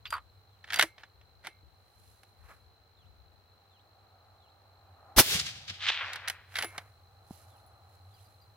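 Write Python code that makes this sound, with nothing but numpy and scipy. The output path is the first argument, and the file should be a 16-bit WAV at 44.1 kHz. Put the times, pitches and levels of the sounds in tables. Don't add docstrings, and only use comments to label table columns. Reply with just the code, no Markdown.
import sys
import numpy as np
from scipy import signal
from scipy.fft import rfft, irfft, next_fast_len
from scipy.io import wavfile
from scipy.ndimage import uniform_filter1d

SR = 44100
rng = np.random.default_rng(int(sys.argv[2]) if len(sys.argv) > 2 else 0)


def bounce(signal):
    frames = np.transpose(np.atleast_2d(signal))
    limited = np.clip(frames, -1, 1)
    pcm = np.round(limited * 32767).astype(np.int16)
    wavfile.write(sys.argv[1], SR, pcm)


N = 377496
TIME = np.arange(N) / SR


AIR_COLOUR = [(25, -36), (80, -8.5), (150, -2), (280, -5.5), (450, 0), (750, -3), (1300, -3.5), (2000, -10),
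              (3500, -13.5), (5000, -17.5), (8000, -26), (11000, -25), (15200, -17.5), (16000, -22)]
ENGINE_COLOUR = [(25, -36), (60, -20.5), (82, -7), (96, 2.5), (108, -6.5), (140, -23.5), (300, -47)]
# t/s, level/dB before its tone and rumble are mixed
ENGINE_LEVEL = [(0, -62.5), (2.7, -70), (4.8, -65), (6, -59.5), (8.56, -59.5)]
MURMUR_COLOUR = [(200, -21.5), (450, -16), (640, -5.5), (720, -3), (800, 2), (920, -10.5), (1100, -10.5),
                 (1250, -6.5), (1500, -15), (4000, -46.5)]
TRAFFIC_PASSES = [(4.15, -65, 3.4, 7), (5.1, -57, 1.73, 4.2), (7.5, -62.5, 3.3, 7)]
# t/s, lag of the left microphone/s
MURMUR_BEARING = [(0, -.00008), (4.5, -.0001), (7.3, .00014), (8.56, .00014)]
# t/s, level/dB
GUSTS = [(0.1, -56.5), (0.78, -63.5), (1.2, -62.5), (1.64, -63.5), (2.02, -64.5), (2.43, -58), (2.68, -64),
         (3.07, -57), (3.269, -64.5)]
BREEZE_COLOUR = [(20, -34.5), (36, -22), (50, -5.5), (68, 3.0), (110, -11), (250, -28), (1000, -59.0)]
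CHORUS_COLOUR = [(3500, -48.5), (3900, -12), (4070, -2.5), (4300, -15), (4800, -45)]

# t/s, middle level/dB, bass level/dB, treble level/dB
LOADING = [(0.0546, -32, -44, -63), (0.0664, -37, -59, -61), (0.1046, -45, -44, -28.5)]
LOADING_COLOUR = [(100, -54), (500, -20.5), (850, -6.5), (1180, 8), (1350, 6.5), (1700, 1.5), (3300, 3),
                  (6000, -19.5), (10000, -14), (16000, -39)]
# t/s, level/dB before each mode's own level
CARTRIDGE_TOUCHES = [(0.056, -56), (0.073, -48), (0.104, -43), (0.126, -39.5), (0.733, -38), (0.76, -33),
                     (8.14, -60), (8.25, -62), (8.415, -58)]
# f/Hz, level/dB, time to fall 60 dB/s
CARTRIDGE_MODES = [(4690, -4, .11), (4770, -2, .1), (13350, -9, .08)]
# t/s, level/dB, f/Hz, time to fall 60 dB/s
BUMPS = [(0.1379, -30.5, 1230, 0.12), (0.837, -34, 327, 0.089), (1.483, -49, 340, 0.041),
         (1.631, -55, 79, 0.13), (6.644, -41.5, 336, 0.12), (7.308, -24.5, 194, 0.019)]
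BRUSH = [(0.82, -62, 0.4, 0.18), (1.46, -75, 0.2, 0.2), (2.08, -68, 1, 1), (2.5, -70.5, 0.55, 0.61),
         (6.56, -56, 0.2, 0.87), (7.33, -61, 0.24, 0.99), (7.94, -73.5, 0.51, 0.5), (8.22, -69, 0.8, 0.94)]
BRUSH_COLOUR = [(500, -25), (2000, -3.0), (5000, -0.5), (8000, -2), (11000, 3.5), (16000, -9.5)]
SETTLE = [(2.51, -55, 0.35, 0.24), (6.54, -60, 0.19, 0.9), (6.76, -51.5, 0.37, 0.45)]
SETTLE_COLOUR = [(150, -20.0), (600, -0.5), (1300, 4), (2300, -3.5), (4000, -22), (12000, -24)]
# t/s, level/dB of each call
BIRD_CALLS = [(0.5, -75), (2.97, -68), (3.708, -66.5), (4.4, -69), (7.5, -71), (8.11, -69)]
# t/s from its start, f/Hz, level/dB relative to the call
CALL_SHAPE = [(0, 3750, -2), (.045, 3300, -3.5), (.08, 2550, -2.5), (.097, 3700, -1), (.115, 4100, -5)]
# t/s, middle level/dB, bass level/dB, treble level/dB
BOLT_KNOCKS = [(0.6413, -38, -49, -74), (0.7027, -25, -52, -55), (0.7223, -27, -46, -44),
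               (0.7315, -21.5, -40, -34), (0.7414, -19, -46, -26), (0.7589, -24, -42, -29),
               (0.7884, -18, -50, -28), (0.794, -7, -22.5, -18.5), (0.81, -11, -41, -25),
               (0.824, -11.5, -30.5, -19), (0.8334, -28, -22, -30.5), (0.9802, -41.5, -48.5, -78),
               (1.0335, -39, -45.5, -78), (1.2121, -53, -60, -84), (1.4691, -29, -39.5, -40),
               (2.2323, -50, -59.5, -54.5), (6.132, -24.5, -68, -38.5), (6.1578, -26.5, -47, -42),
               (6.2754, -22, -44.5, -45), (6.282, -21, -46, -26.5), (6.2982, -23.5, -38, -28),
               (6.555, -21, -63, -43), (6.5666, -23.5, -63, -38), (6.5855, -17.5, -44, -33),
               (6.6233, -21.5, -39, -31.5), (6.6334, -29, -31.5, -39), (6.6434, -30.5, -28, -35),
               (6.779, -25.5, -34, -37.5)]
BOLT_COLOUR = [(30, -57.5), (100, -26.5), (400, -23), (740, -9.5), (1050, -14.5), (1570, -5), (1900, -6),
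               (2200, -6), (2500, -12), (3150, -10), (5000, -17), (7500, -25), (9300, -20.5),
               (12600, -25.5), (16000, -35)]
SCRAPES = [(0.703, -44, 0.12, 0.3), (0.775, -36.5, 0.17, 0.2), (1.003, -57, 0.099, 0.27),
           (1.449, -42.5, 0.037, 0.14), (6.595, -36, 0.21, 0.24)]
# t/s, level/dB before each mode's own level
BOLT_RINGS = [(0.824, -48), (1.469, -56), (6.644, -46), (6.779, -63)]
# f/Hz, level/dB, time to fall 60 dB/s
BOLT_MODES = [(410, -2, 0.13), (1290, -11.5, .12), (2120, 0.5, 0.33), (2250, -6.5, 0.33), (2300, -5.5, .3),
              (2640, -7, .2), (5850, -15, 0.19), (8900, -9, 0.13), (9600, -3, 0.13)]

BOOM_COLOUR = [(20, -22), (80, -4), (250, -3.5), (400, -5), (700, -22.5), (2000, -63.5)]
ROAR_COLOUR = [(100, -29), (400, -7.5), (900, -1), (1500, -0.5), (2500, -2), (4000, 0.5), (6000, 0.5),
               (8000, -16), (16000, -37.5)]
HISS_COLOUR = [(1000, -32.5), (4500, -16), (7000, -3), (11000, 3), (15500, 1.5), (17000, -3.5)]
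# t/s (the peak comes two lengths later), peak level/dB, length/s
FRONTS = [(5.1845, -7, .00026), (5.8692, -20, .00009), (5.893, -18, .00009), (5.9021, -16, .00016),
          (5.9192, -24, .00011)]
SCRUB = [(5.235, -34, 0.1, 0.55), (5.342, -25.5, 0.53, 0.35), (5.414, -34, 0.05, 0.033),
         (5.468, -34.5, 0.12, 0.28), (5.558, -47, 0.17, 0.88), (5.683, -36.5, 0.03, 0.06),
         (5.702, -33.5, 0.068, 0.077), (5.745, -46, 0.15, 0.3), (6.08, -46, 1, 0.92)]
NEAR_COLOUR = [(100, -31), (300, -6), (550, -8.5), (900, -14), (1500, -5), (3300, 3), (5000, 0.5),
               (8000, -6.5), (16000, -4)]
FAR_COLOUR = [(200, -39), (500, -21.5), (800, -6), (1500, 1), (2800, 7), (4000, 3), (5500, -6),
              (8500, -25.5), (16000, -61)]
HILL_FACES = [(5.895, -24, 0.17, 0.084), (6.247, -45, 0.12, 0.65)]
ROLL = [(5.355, -31, 0.044, 0.07), (5.385, -47, 0.7, 1), (5.703, -48, 0.036, 0.13)]
ROLL_COLOUR = [(20, -27.5), (50, -9.5), (100, 5.5), (170, 1), (260, -14.5), (500, -41), (1500, -74.5)]
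# t/s, level/dB before each mode's own level
CASE_TOUCHES = [(6.556, -44), (6.587, -39), (6.625, -38), (6.645, -39), (7.565, -67.5), (7.661, -61.5)]
# f/Hz, level/dB, time to fall 60 dB/s
CASE_MODES = [(10894, -3.5, 0.15), (11010, -8, 0.13), (15300, -4, 0.075)]

SHOT_S, FULL_FLOW_S = 5.162, 5.19


def amp(db):
    return 10 ** (np.asarray(db) / 20)


def unit(x):
    return x / np.sqrt(np.mean(x ** 2) + 1e-20)


def read(points, hz):
    f, db = np.transpose(points)
    return np.interp(np.log(hz + 1), np.log(f + 1), db)


def level(rows):
    return amp(np.interp(TIME, *np.transpose(rows)))


def lean(left_db):
    return amp(np.array([[.5], [-.5]]) * left_db)


def swell(s, db, rise_s, fall_s, hold_s=0):
    before = np.maximum(s - TIME, 0) / rise_s
    after = np.maximum(TIME - s - hold_s, 0) / fall_s
    return amp(db - 60 * np.minimum(before + after, 2))


def swells(rows):
    return np.sqrt(sum(swell(*row) ** 2 for row in rows))


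def add(mix, s, sound):
    part = mix[:, round(s * SR):][:, :sound.shape[-1]]
    part += sound[..., :part.shape[1]]


def pair(three, alike_hz, lag_s=0):
    size = three.shape[1]
    spectra, hz = rfft(three), np.fft.rfftfreq(size, 1 / SR)
    share = 1 / (1 + (hz / alike_hz) ** 2)
    delay = np.exp(np.pi * 1j * hz * lag_s * np.array([[-1], [1]]))
    common = spectra[0] * np.sqrt(share) * delay
    separate = spectra[1:] * np.sqrt(1 - share)
    return irfft(common + separate, size)


def noise(colour, alike_hz, lag_s=0):
    size = next_fast_len(N)
    spectrum = rfft(pair(rng.standard_normal((3, size)), alike_hz, lag_s))
    gain = amp(read(colour, np.fft.rfftfreq(size, 1 / SR)))
    return unit(irfft(spectrum * gain, size)[:, :N])


def tint(x, db):
    log_gain = np.log(amp(np.r_[db, db[-2:0:-1]]))
    response = np.exp(np.conj(signal.hilbert(log_gain)))[:len(db)]
    return irfft(rfft(x) * response)


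def ring(modes):
    t = np.arange(SR // 2) / SR
    onset = 1 - np.exp(-t / 0.0012)
    total = 0
    for hz, db, t60 in modes:
        turns = hz * t + rng.random()
        side_phase = rng.normal(0, 0.52, (2, 1))
        total = total + amp(db - 60 * t / t60) * np.sin(2 * np.pi * turns + side_phase)
    return onset * total


def touches(rows, modes):
    out = np.zeros((2, N))
    for s, db in rows:
        add(out, s, amp(db) * ring(modes))
    return out


def knocks(rows, colour, t60, low_hz, low_db, treble_db, treble_share, rise_s, tail_db, tail_t60,
           gain_db, lag_s):
    out, size = np.zeros((2, N)), 8192
    t, hz = np.arange(size) / SR, np.fft.rfftfreq(size, 1 / SR)
    low = 1 / (1 + (hz / low_hz) ** 4)
    below_top = 1 / (1 + (hz / 6000) ** 8)
    body_db = read(colour, hz)
    body_db = body_db - 10 * np.log10(np.mean(amp(body_db) ** 2)) + gain_db
    for s, middle_db, bass_db, top_db in rows:
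        bass_lift = low * (bass_db - middle_db + low_db)
        middle = body_db + middle_db + bass_lift + 10 * np.log10(below_top)
        top = body_db + top_db + treble_db + 10 * np.log10(1 - below_top + 1e-6)
        for db, decay in (middle, t60), (top, t60 * treble_share):
            fall = amp(-60 * t / decay) + amp(tail_db - 60 * t / tail_t60)
            shape = fall * (1 - np.exp(-t / rise_s))
            burst = pair(rng.standard_normal((3, size)), 6300, lag_s)
            add(out, s, tint(burst * shape, db))
    return out


def open_air(level_db=-69):
    return amp(level_db) * noise(AIR_COLOUR, 650)


def engine(hz=96, wander=0.047, tone_db=-6, rumble_db=-1.5):
    drift = unit(uniform_filter1d(rng.standard_normal(N), SR // 8))
    note = unit(np.sin(2 * np.pi * np.cumsum(hz * (1 + wander * drift)) / SR))
    rumble = noise(ENGINE_COLOUR, 500)
    return level(ENGINE_LEVEL) * (amp(tone_db) * note + amp(rumble_db) * rumble)


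def distant_murmur(steady_db=-75):
    murmur = np.hypot(amp(steady_db), swells(TRAFFIC_PASSES)) * noise(MURMUR_COLOUR, 2000)
    left_lag = np.interp(TIME, *np.transpose(MURMUR_BEARING))
    murmur[0] = np.interp(TIME - left_lag, TIME, murmur[0])
    return murmur


def breeze(steady_db=-76, rise_s=.4, fall_s=1):
    gusts = swells([(s, db, rise_s, fall_s) for s, db in GUSTS])
    wind = np.hypot(amp(steady_db), gusts)
    return wind * noise(BREEZE_COLOUR, 30) * lean(8)


def insects(hz=4120, sweep_hz=520, pulses_per_s=51, stroke_width=.2, near_db=-73.5, chorus_db=-74.5):
    pace_drift = unit(uniform_filter1d(rng.standard_normal(N), SR // 5))
    pace = pulses_per_s * (1 + 0.014 * pace_drift)
    stroke = np.cumsum(pace) / SR % 1 - .5
    waver = unit(uniform_filter1d(rng.standard_normal((2, N)), 200))
    pitch = hz - sweep_hz * stroke + 45 * waver
    whistle = np.sin(2 * np.pi * np.cumsum(pitch, axis=1) / SR)
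    song = np.exp(-(stroke / stroke_width) ** 2) * whistle
    flicker = amp(1.6 * waver[::-1])
    return amp(near_db) * unit(song * flicker) + amp(chorus_db) * noise(CHORUS_COLOUR, 4500)


def rattle(count=5, drop_s=.1243, bounce_s=.0138, loss_db=3.5, treble_loss_db=4):
    return [(drop_s + k * bounce_s, -39 - k * loss_db, -17 - k * loss_db, -33.5 - k * treble_loss_db)
            for k in range(count)]


def loading():
    return lean(-1.1) * knocks(
        LOADING + rattle(), LOADING_COLOUR, t60=0.058, low_hz=1770, low_db=-0.5, treble_db=7.5,
        treble_share=0.4, rise_s=0.0004, tail_db=-14.0, tail_t60=0.087, gain_db=-1.5, lag_s=.00004)


def cartridge_ringing():
    return lean(-1.1) * touches(CARTRIDGE_TOUCHES, CARTRIDGE_MODES)


def stock_bumps():
    out, t = np.zeros((2, N)), np.arange(SR // 4) / SR
    for s, db, hz, t60 in BUMPS:
        overtone = 0.51 * amp(-60 * t / t60) * np.sin(2 * np.pi * 3.7 * hz * t)
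        thud = np.cos(2 * np.pi * hz * t) + overtone
        add(out, s, amp(db - 60 * t / t60) * (1 - np.exp(-t / 0.0013)) * thud)
    return out * lean(-1.1)


def handling():
    grain = amp(2 * unit(uniform_filter1d(rng.standard_normal(N), 200)))
    brush = swells(BRUSH) * noise(BRUSH_COLOUR, 4000, .00005) * lean(-7.5)
    settle = swells(SETTLE) * noise(SETTLE_COLOUR, 4000, .00007)
    return grain * (brush + settle)


def bird(flutter_hz=70):
    out, (s, hz, db) = np.zeros((2, N)), np.transpose(CALL_SHAPE)
    t = np.arange(0, s[-1], 1 / SR)
    for start, call_db in BIRD_CALLS:
        flutter = flutter_hz * unit(uniform_filter1d(rng.standard_normal((2, len(t))), 100))
        phase = 2 * np.pi * np.cumsum(np.interp(t, s, hz) + flutter, axis=1) / SR
        whistle = np.sin(phase) + 0.16 * np.sin(2 * phase)
        add(out, start, amp(call_db + np.interp(t, s, db)) * whistle)
    return out


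def scraping(chatter_db=4.0, edge_hz=3800, lag_s=.000045):
    chatter = unit(amp(chatter_db * unit(uniform_filter1d(rng.standard_normal(N), size=130))))
    colour = [(hz, db - 10 * np.log10(1 + (hz / edge_hz) ** 2)) for hz, db in BOLT_COLOUR]
    return swells(SCRAPES) * chatter * noise(colour, 6300, lag_s) * lean(-1.1)


def bolt_knocks():
    return lean(-1.1) * knocks(
        BOLT_KNOCKS, BOLT_COLOUR, t60=0.031, low_hz=990, low_db=13, treble_db=15.5,
        treble_share=0.51, rise_s=0.0012, tail_db=-27, tail_t60=0.15, gain_db=-1, lag_s=.000045)


def bolt_ringing():
    return lean(-1.1) * touches(BOLT_RINGS, BOLT_MODES)


def report(open_s=.0027, swing_s=5.178, swing_hz=45, swing_db=-22, swing_width_s=.009, swing_lag_s=.0014):
    opening = 1 - np.exp(-np.maximum(TIME - SHOT_S, 0) / open_s)
    boom_level = swell(FULL_FLOW_S, db=-24.5, rise_s=.13, fall_s=.03, hold_s=.019)
    roar_level = swell(FULL_FLOW_S, db=-14.0, rise_s=0.087, fall_s=0.084, hold_s=0.0088)
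    hiss_level = swell(FULL_FLOW_S, db=-13.0, rise_s=.075, fall_s=.065, hold_s=0.012)
    boom = boom_level * noise(BOOM_COLOUR, 700)
    roar = roar_level * noise(ROAR_COLOUR, 3000, -0.000021)
    hiss = hiss_level * noise(HISS_COLOUR, 14000, -0.000021)
    t = TIME - swing_s + swing_lag_s * np.array([[.5], [-.5]])
    swing = -np.sin(2 * np.pi * swing_hz * t) * np.exp(-(t / swing_width_s) ** 2 / 2)
    return opening * (boom + roar + hiss + amp(swing_db) * swing)


def fronts():
    out, t = np.zeros((2, N)), np.arange(SR // 50) / SR
    for s, db, length in FRONTS:
        u = t / length - 4
        add(out, s - 2 * length, amp(db) * (1 - u ** 2) * np.exp(-u ** 2 / 2))
    return out


def scatter(colour_db, per_s, spread_db, alike_hz, lag_s):
    sizes = amp(spread_db * np.minimum(rng.exponential(1, (3, N)), 4)) * rng.choice([-1, 1], (3, N))
    arrives = rng.random((3, N)) < per_s / SR
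    clicks = pair(sizes * arrives, alike_hz, lag_s)
    hz, t, spectrum = signal.stft(clicks, SR, nperseg=256, noverlap=192)
    gain = amp(colour_db(hz[:, None], t))
    spectrum = spectrum * gain / np.sqrt(np.mean(gain ** 2, axis=0))
    return unit(signal.istft(spectrum, SR, nperseg=256, noverlap=192)[1][:, :N])


def ground(hz, s, steepness=7.1, air_edge_hz=3880, dip_hz=430, dip_db=11.5, dip_delay_s=.28):
    delay = np.clip(s - FULL_FLOW_S, .01, 1)
    air_loss = 10 * np.log10(1 + (hz * np.sqrt(delay) / air_edge_hz) ** steepness)
    dip_depth = dip_db * np.minimum(delay / dip_delay_s, 1) ** 4
    dip = dip_depth * np.exp(-np.log2((hz + 1) / dip_hz) ** 2)
    return read(NEAR_COLOUR, hz) - air_loss - dip


def ground_echoes():
    near = swells(SCRUB) * scatter(ground, per_s=18000, spread_db=5.0, alike_hz=2200, lag_s=-0.00013)
    return (TIME > FULL_FLOW_S) * near * lean(0.84)


def rolling_boom():
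    return (TIME > FULL_FLOW_S) * swells(ROLL) * noise(ROLL_COLOUR, 1500)


def bank_slap(centre_hz=3970):
    def colour(hz, s):
        return read(FAR_COLOUR, hz * 2500 / centre_hz)
    slap_level = swell(5.3995, db=-25, rise_s=0.034, fall_s=.045)
    slap = slap_level * scatter(colour, per_s=19000, spread_db=0.5, alike_hz=2975, lag_s=-0.000062)
    return (TIME > FULL_FLOW_S) * slap * lean(0.84)


def hillside(hz, s, bright_hz=2863, dull_hz=1510, dulling_at_s=5.99, dulling_s=.055, edge_hz=4200, drop_db=7):
    moved = .5 + .5 * np.tanh((s - dulling_at_s) / dulling_s)
    centre_hz = bright_hz + (dull_hz - bright_hz) * moved
    air_loss = drop_db / (1 + (edge_hz / (hz + 1)) ** 20)
    return read(FAR_COLOUR, hz * 2500 / centre_hz) - air_loss


def hill_echoes():
    sweep = swell(5.825, db=-35, rise_s=0.11, fall_s=0.73, hold_s=0.2)
    slope = np.hypot(sweep, swells(HILL_FACES))
    far = slope * scatter(hillside, per_s=4000, spread_db=4.5, alike_hz=5970, lag_s=-0.000038)
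    return (TIME > FULL_FLOW_S) * far * lean(1.0)


def case_ringing():
    return lean(-1.1) * touches(CASE_TOUCHES, CASE_MODES)


def scene():
    quiet = open_air() + engine() + distant_murmur() + breeze() + insects() + bird()
    loaded = loading() + cartridge_ringing() + stock_bumps() + handling()
    bolt = scraping() + bolt_knocks() + bolt_ringing()
    shot = report() + fronts()
    echoes = ground_echoes() + rolling_boom() + bank_slap() + hill_echoes()
    return quiet + loaded + bolt + shot + echoes + case_ringing()


def record(dry):
    clipped = np.clip(dry, -.85, .85)
    lowpass = signal.firwin(401, 16000, window=("kaiser", 8), fs=SR)
    return signal.oaconvolve(clipped, lowpass[None], "same")


dry = scene()
out = record(dry)
bounce(out)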